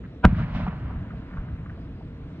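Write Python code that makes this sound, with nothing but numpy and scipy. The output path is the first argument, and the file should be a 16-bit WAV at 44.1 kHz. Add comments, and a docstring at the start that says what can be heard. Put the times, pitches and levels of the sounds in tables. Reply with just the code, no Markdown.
"""Open ground at night: far off, a firework shell is fired from its mortar. Tones and noise make a rattling
crack, a sudden pressure reversal overloads the recorder, and tones that sag in pitch make a low thud.
A faint knock is heard ahead of the blast. After it the report comes back as single echoes of filtered snaps
and sagging tones, and as a rolling, fading wash of noise. Beneath lie a steady low rumble, two faint
wavering tones and a hiss."""
import sys
import numpy as np
from scipy import signal
from scipy.fft import rfft, irfft, next_fast_len
from scipy.io import wavfile
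from scipy.ndimage import uniform_filter1d

SR = 44100
rng = np.random.default_rng(int(sys.argv[2]) if len(sys.argv) > 2 else 0)


def wav_record(signal):
    """Record a signal, one row per channel, as 16-bit PCM in the file named by sys.argv[1]."""
    frames = np.transpose(np.atleast_2d(signal))
    bounded = np.clip(frames, -1, 1)
    # unit amplitude maps onto the largest positive 16-bit level
    quanta = np.round(bounded * 32767).astype(np.int16)
    wavfile.write(sys.argv[1], SR, quanta)


N = 105840
T = np.arange(N) / SR  # time [s]

# Tones in the crack: (frequency [Hz], relative level [dB])
RATTLE_TONES = [(455, -6.5), (610, -3), (760, -2), (982, -0.5), (1200, -11), (1330, -6), (1452, 0.5),
                (1585, -4.5)]
# Spectrum of the noise in the crack: (frequency [Hz], relative density [dB])
GRIT_SPECTRUM = [(900, -5), (1700, -12), (2300, 2), (3200, -10), (4500, -22), (6000, -38), (9000, -74)]
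# Colouring of the pressure front: (frequency [Hz], gain [dB])
FRONT_COLOUR = [(150, -27), (500, 2), (1500, 3.5), (3000, -5.5), (4300, -10.5), (6200, -22.5), (8000, -20),
                (11000, -23), (14500, -21), (17000, -24)]
# Stereo tilt of the front: (frequency [Hz], left over right [dB])
FRONT_LEFT_OVER_RIGHT = [(3000, -1), (5000, 4), (8000, -9), (13000, -3)]
# Thud: a push ahead, two tones together, a weak short ripple in the thud's tail, and one near reflection:
# (start [s], first pitch [Hz], last pitch [Hz], level before attack [dB], attack [s], decay by 60 dB [s])
THUD_TONES = [(0.244, 127, 78, -1.5, 0.0019, 0.0089), (.2468, 140, 20, -4.4, .0041, .0755),
              (.2468, 287, 100, -4.4, .0024, .0534), (0.2657, 150, 140, -19, 0.0013, 0.023),
              (0.2766, 213, 82, -13.5, 0.0014, 0.028)]
# Spectrum of the noise around the front: (frequency [Hz], relative density [dB])
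SPRAY_SPECTRUM = [(2500, -32), (4000, 4), (7000, -10), (11000, -11), (13500, -17), (15000, -12),
                  (17000, -30)]
# A faint knock ahead of the blast, then single echoes:
# (time [s], crack peak [dB], crack centre [Hz], crack hold [s], thud level before attack [dB])
KNOCK_AND_ECHOES = [(.036, -41, 1480, 0.026, -27), (.346, -32, 1380, 0.0059, -44),
                    (.384, -32, 1300, .025, -16.5), (.42, -35, 1810, 0.019, -19),
                    (.548, -32, 903, .003, -38), (.557, -33, 1090, 0.0044, -26),
                    (.572, -37.5, 1600, .005, -37), (.591, -31, 696, 0.012, -28),
                    (.607, -32, 1090, 0.0044, -32.5), (.666, -24.5, 780, .013, -14.5),
                    (.676, -27, 1100, 0.005, -40.5), (.681, -35, 1970, 0.0033, -41),
                    (.72, -34.5, 895, 0.013, -23.5), (.894, -39.5, 810, 0.015, -38),
                    (1.059, -42, 600, 0.0042, -28.5), (1.105, -37.5, 1320, 0.0073, -29),
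                    (1.134, -41.5, 606, 0.01, -35), (1.311, -41, 1440, 0.0027, -36),
                    (1.332, -41, 1430, 0.0069, -29.5), (1.37, -32.5, 1240, 0.0068, -39),
                    (1.378, -45, 1600, 0.006, -45), (1.381, -44.5, 1300, 0.0067, -36),
                    (1.4, -51, 1500, 0.0088, -42), (1.48, -45.5, 1390, 0.0077, -37),
                    (1.657, -36, 1230, 0.0047, -45), (1.694, -39.5, 1450, 0.0065, -38),
                    (1.77, -42.5, 680, 0.011, -44), (2.006, -43, 785, 0.0062, -39)]
# Low echoes without a crack: (time [s], level before attack [dB], first pitch [Hz])
BOOMS = [(0.3263, -8, 168), (.372, -19.5, 151), (0.401, -12.5, 183), (.415, -25, 145), (.631, -20, 91),
         (0.85, -21.5, 92.5), (0.955, -23.5, 76), (1.381, -24, 61), (1.526, -23, 110)]
# Course of the wash: (time [s], bass level [dB], middle level [dB], treble level [dB])
WASH_LEVELS = [(.29, -28.5, -42, -54.5), (.33, -25.5, -46, -60), (.35, -26.5, -47.5, -57),
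               (0.392, -22.5, -39.5, -51), (0.434, -28.5, -42.5, -55), (.46, -29, -44, -59.5),
               (.535, -32.5, -46, -55.5), (.555, -25, -42, -45.5), (.62, -26.5, -41, -53),
               (.66, -33.5, -44.5, -55.5), (.7, -35.5, -43.5, -63), (.8, -32, -50, -64.5),
               (.9, -35.5, -47, -65), (1.0, -36.5, -51, -70), (1.249, -40.5, -54.5, -70),
               (1.4, -38, -51, -73), (1.5, -38.5, -55, -70), (1.6, -40.5, -56, -82), (1.85, -39, -59, -71),
               (2.001, -44.5, -63, -85), (2.4, -40.5, -58.5, -68)]
# Spectra of the three wash bands: (frequency [Hz], relative density [dB])
WASH_BASS = [(12, -31.5), (20, -6.5), (48, 5), (184, 1), (240, -6.5), (309, -21), (351, -43.5),
             (420, -30.5), (550, -55), (920, -120)]
WASH_MIDDLE = [(210, -54), (350, -22.5), (617, -2), (860, -10), (949, -4), (1520, -6.5), (1670, -8),
               (3000, -22), (3900, -44.5), (6600, -120)]
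WASH_TREBLE = [(1500, -27), (2100, 1), (2900, -1.5), (4000, -8), (5500, -19), (7000, -32), (9000, -52.5),
               (12000, -120)]
# Spectra of the night rumble and hiss: (frequency [Hz], relative density [dB])
RUMBLE_SPECTRUM = [(12, -45), (20, -21), (59, -2), (81, -5.5), (150, -3), (201, -10), (274, -9.5),
                   (357, -17), (382, -21), (456, -19.5), (560, -27), (660, -25.5), (800, -33), (1500, -35),
                   (4000, -45), (5200, -81), (8800, -120)]
HISS_SPECTRUM = [(3000, -38.5), (4200, -1.5), (5500, -7.5), (7000, -13.5), (9000, -18.5), (11500, -27.5),
                 (13500, -37), (16000, -63.5)]
# Wavering tones from afar: (frequency [Hz], width of each resonance [Hz], level [dB])
HUM_TONES = [(266.7, 11.2, -56.5), (454.7, 14, -62)]
# Left-right correlation of the noises: (frequency [Hz], correlation [-1 to 1])
LIKENESS = [(100, 1), (250, .995), (600, .9), (1500, .75), (4000, .6), (9000, .3)]
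# Stereo tilt of knock, echoes, wash and night: (frequency [Hz], right over left [dB])
FAR_RIGHT_OVER_LEFT = [(200, 0), (600, 1.1), (1500, 0.99), (4000, .3)]
# Arrival at the left microphone ahead of the right, by source: {source: lead [s]}
LEAD_S = {"blast": 45e-6, "thud": 85e-6, "front": 25e-6, "echo": -0.000082, "late": 95e-6, "night": 0.00011}

# Rise and fall times of swells are times for a factor e.
CRACK_S, CRACK_RISE_S, CRACK_HOLD_S, CRACK_FALL_S = 0.2455, 0.0036, 0.0044, 0.0063
CRACK_PEAK_DB, GRIT_DB = -2.5, -14.5  # grit relative to the tones
FRONT_S, FRONT_DB, FRONT_FALL_S = 0.25232, -1, 0.00028  # level before colouring
PITCH_SAG_S = 0.0156
SPRAY_DB, SPRAY_S = -40, 0.0016
SNAPS_PER_S, SNAP_SCATTER_DB = 2800, 5
ECHO_RISE_S, ECHO_FALL_S, ECHO_TOP_HZ = 0.00073, 0.0036, 3500
EARLY_ECHO_Q, LATE_ECHO_Q = 1.56, 2.60  # far echoes ring in a narrower band
ECHO_THUD_LAG_S, ECHO_THUD_HZ, ECHO_THUD_T60_S = 0.00906, 198, 0.046
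BOOM_T60_CYCLES = 5.4  # cycles of the first pitch
LATE_FROM_S, LATE_FADE_S = 0.846, 0.15
WASH_OPENING_S = 0.011
RUMBLE_DB, HISS_DB = -39, -78
CLIP_HARDNESS, TOP_HZ, EDGE_FADE_S = 14, 16500, 0.003


def amp(db):
    """Decibel law: level to amplitude gain."""
    return 10 ** (np.asarray(db) / 20)


def unit(x):
    """Normalisation: equal power, rms 1."""
    return x / np.sqrt(np.mean(x ** 2) + 1e-20)


def along(points, hz):
    """Interpolation: second column against a logarithmic frequency axis."""
    f, v = np.transpose(points)
    return np.interp(np.log(hz + 1), np.log(f + 1), v)


def filtered(x, response):
    """Linear filtering: the spectrum of x, mirrored at its ends, times a complex response."""
    pad = 4096
    wide = np.pad(x, [(0, 0)] * (x.ndim - 1) + [(pad, pad)], mode="reflect")
    m = next_fast_len(wide.shape[-1])
    spectrum = rfft(wide, m) * response(np.fft.rfftfreq(m, 1 / SR))
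    return irfft(spectrum, m)[..., pad:pad + N]


def placed(x, lead_s):
    """Arrival-time difference: of two close microphones, the left hears x lead_s before the right."""
    half_turns = lead_s * np.array([[1], [-1]])
    return filtered(x, lambda hz: np.exp(1j * np.pi * hz * half_turns))


def rush(spectrum, lead_s, patchy_db):
    """Partial coherence: coloured stereo noise of rms 1, with random gain patches in time and pitch."""
    noise = signal.stft(rng.standard_normal((2, N)), nperseg=512)[2]
    field = rng.standard_normal(noise.shape[1:])
    field = uniform_filter1d(field, size=6, axis=0)  # smooth over frequency
    field = uniform_filter1d(field, size=10, axis=1)  # smooth over time
    pair = signal.istft(noise * amp(patchy_db * unit(field)), nperseg=512)[1][:, :N]

    def mid_side(hz):
        # Mid and side shares set the left-right correlation to cos(2 angle).
        angle = np.arccos(np.clip(along(LIKENESS, hz), -1, 1)) / 2
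        return amp(along(spectrum, hz)) * [np.cos(angle), np.sin(angle)]

    mid, side = filtered(pair, mid_side)
    return unit(placed(np.array([mid + side, mid - side]), lead_s))


def swell(start, rise, hold, fall):
    """Exponential growth and decay: a rise up to start, a hold, then a fall."""
    before, after = np.maximum(start - T, 0), np.maximum(T - start - hold, 0)
    return np.exp(-before / rise - after / fall)


def sagging(start, first_hz, last_hz, db, attack, t60):
    """Frequency relaxation: a dying tone whose pitch nears last_hz exponentially."""
    t = np.maximum(T - start, 0)
    turns = last_hz * t + (first_hz - last_hz) * PITCH_SAG_S * (1 - np.exp(-t / PITCH_SAG_S))
    decay = amp(db - 60 * (t / t60) ** 2)
    return decay * (1 - np.exp(-t / attack)) * np.sin(2 * np.pi * turns)


def resonance(f, hz, width):
    """Damped resonance: response of one causal second-order band-pass."""
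    return 1j * f * width / (hz * hz - f * f + 1j * f * width)


def crack():
    """Superposition: fixed tones and a little noise under one short swell give the rattle."""
    tones = unit(sum(amp(db) * np.sin(2 * np.pi * (hz * T + rng.random())) for hz, db in RATTLE_TONES))
    noise = filtered(rng.standard_normal(N), lambda hz: amp(along(GRIT_SPECTRUM, hz)))
    rattle = tones + amp(GRIT_DB) * unit(noise)
    rattle = rattle * swell(CRACK_S, CRACK_RISE_S, CRACK_HOLD_S, CRACK_FALL_S)
    return placed(amp(CRACK_PEAK_DB) * rattle / np.abs(rattle).max(), LEAD_S["blast"])


def front():
    """Pressure discontinuity: pressure grows, reverses sign at once and dies away."""
    u = (T - FRONT_S) / FRONT_FALL_S
    drop = -np.sign(u) * np.exp(-np.abs(u))

    def colour(hz):
        tilt = along(FRONT_LEFT_OVER_RIGHT, hz) / 2 * np.array([[1], [-1]])
        return amp(FRONT_DB + along(FRONT_COLOUR, hz) + tilt)

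    return placed(filtered(drop, colour), LEAD_S["front"])


def thud():
    """Low-frequency transient: sagging tones for push, body, a weak short ripple and one near reflection."""
    return placed(sum(sagging(*row) for row in THUD_TONES), LEAD_S["thud"])


def blast():
    """Impulsive radiation: crack, front and thud of the lifting charge add together."""
    return crack() + front() + thud()


def spray():
    """Loss of coherence: bright, partly independent noise at each microphone frays the front."""
    noise = rush(SPRAY_SPECTRUM, LEAD_S["front"], patchy_db=7.5)
    return amp(SPRAY_DB) * noise * swell(FRONT_S, SPRAY_S / 2, 0, SPRAY_S)


def late():
    """Change of direction: share of echoes and wash from the left, rising from 0 to 1."""
    return np.clip((T - LATE_FROM_S) / LATE_FADE_S, 0, 1)


def snaps():
    """Random point process: dense irregular clicks of scattered size, rms 1."""
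    chance, size = rng.random(N), rng.standard_normal(N)
    return unit((chance < SNAPS_PER_S / SR) * amp(SNAP_SCATTER_DB * size))


def knock_and_echoes():
    """Band-passed snaps and sagging tones: a faint knock ahead of the blast, then single echoes and booms."""
    out, clicks = np.zeros(N), snaps()
    for s, db, hz, hold, thud_db in KNOCK_AND_ECHOES:
        burst = clicks * swell(s + ECHO_RISE_S, ECHO_RISE_S, hold, ECHO_FALL_S)
        q = LATE_ECHO_Q if s > LATE_FROM_S else EARLY_ECHO_Q
        dulled = filtered(burst, lambda f: resonance(f, hz, hz / q) ** 2 / (1 + (f / ECHO_TOP_HZ) ** 4))
        out += amp(db) * dulled / np.abs(dulled).max()
        out += sagging(s + ECHO_THUD_LAG_S, ECHO_THUD_HZ, 0.79 * ECHO_THUD_HZ, thud_db,
                       attack=0.0067, t60=ECHO_THUD_T60_S)
    for s, db, hz in BOOMS:
        out += sagging(s, hz, 0.39 * hz, db, attack=0.0032, t60=BOOM_T60_CYCLES / hz)
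    return placed(out * (1 - late()), LEAD_S["echo"]) + placed(out * late(), LEAD_S["late"])


def wash():
    """Diffuse reverberation: countless weak echoes merge into three noise bands, opening at the front."""
    s, *levels_db = np.transpose(WASH_LEVELS)
    out = 0
    for db, spectrum in zip(levels_db, (WASH_BASS, WASH_MIDDLE, WASH_TREBLE)):
        early = rush(spectrum, LEAD_S["echo"], patchy_db=0.36)
        later = rush(spectrum, LEAD_S["late"], patchy_db=0.36)
        # Square roots keep the power even through the crossfade.
        roll = np.sqrt(1 - late()) * early + np.sqrt(late()) * later
        out = out + amp(np.interp(T, s, db)) * roll
    return np.clip((T - FRONT_S) / WASH_OPENING_S, 0, 1) * out


def night():
    """Stationary noise: low outdoor rumble, resonance-filtered wavering tones and a hiss above."""
    rumble = amp(RUMBLE_DB) * rush(RUMBLE_SPECTRUM, LEAD_S["night"], patchy_db=1.0)
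    hum = np.zeros(N)
    for hz, width, db in HUM_TONES:
        tone = filtered(rng.standard_normal(N), lambda f: resonance(f, hz, width) ** 2)
        hum += amp(db) * unit(tone)
    hiss = amp(HISS_DB) * rush(HISS_SPECTRUM, LEAD_S["night"], patchy_db=3.0)
    return rumble + placed(hum, LEAD_S["night"]) + hiss


def scene():
    """Linear superposition: blast and spray over knock, echoes, wash and night, which share a stereo tilt."""
    near = blast() + spray()
    far = knock_and_echoes() + wash() + night()
    sides = np.array([[-1], [1]])
    return near + filtered(far, lambda hz: amp(along(FAR_RIGHT_OVER_LEFT, hz) / 2 * sides))


def record(dry):
    """Saturation and band limiting: the recorder clips at full scale, fades its ends and cuts the top."""
    clipped = dry / (1 + np.abs(dry) ** CLIP_HARDNESS) ** (1 / CLIP_HARDNESS)
    edges = np.sin(np.pi / 2 * np.clip(np.minimum(T, T[-1] - T) / EDGE_FADE_S, 0, 1)) ** 2
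    return filtered(clipped * edges, lambda hz: 1 / (1 + (hz / TOP_HZ) ** 24))


dry = scene()
out = record(dry)
wav_record(out)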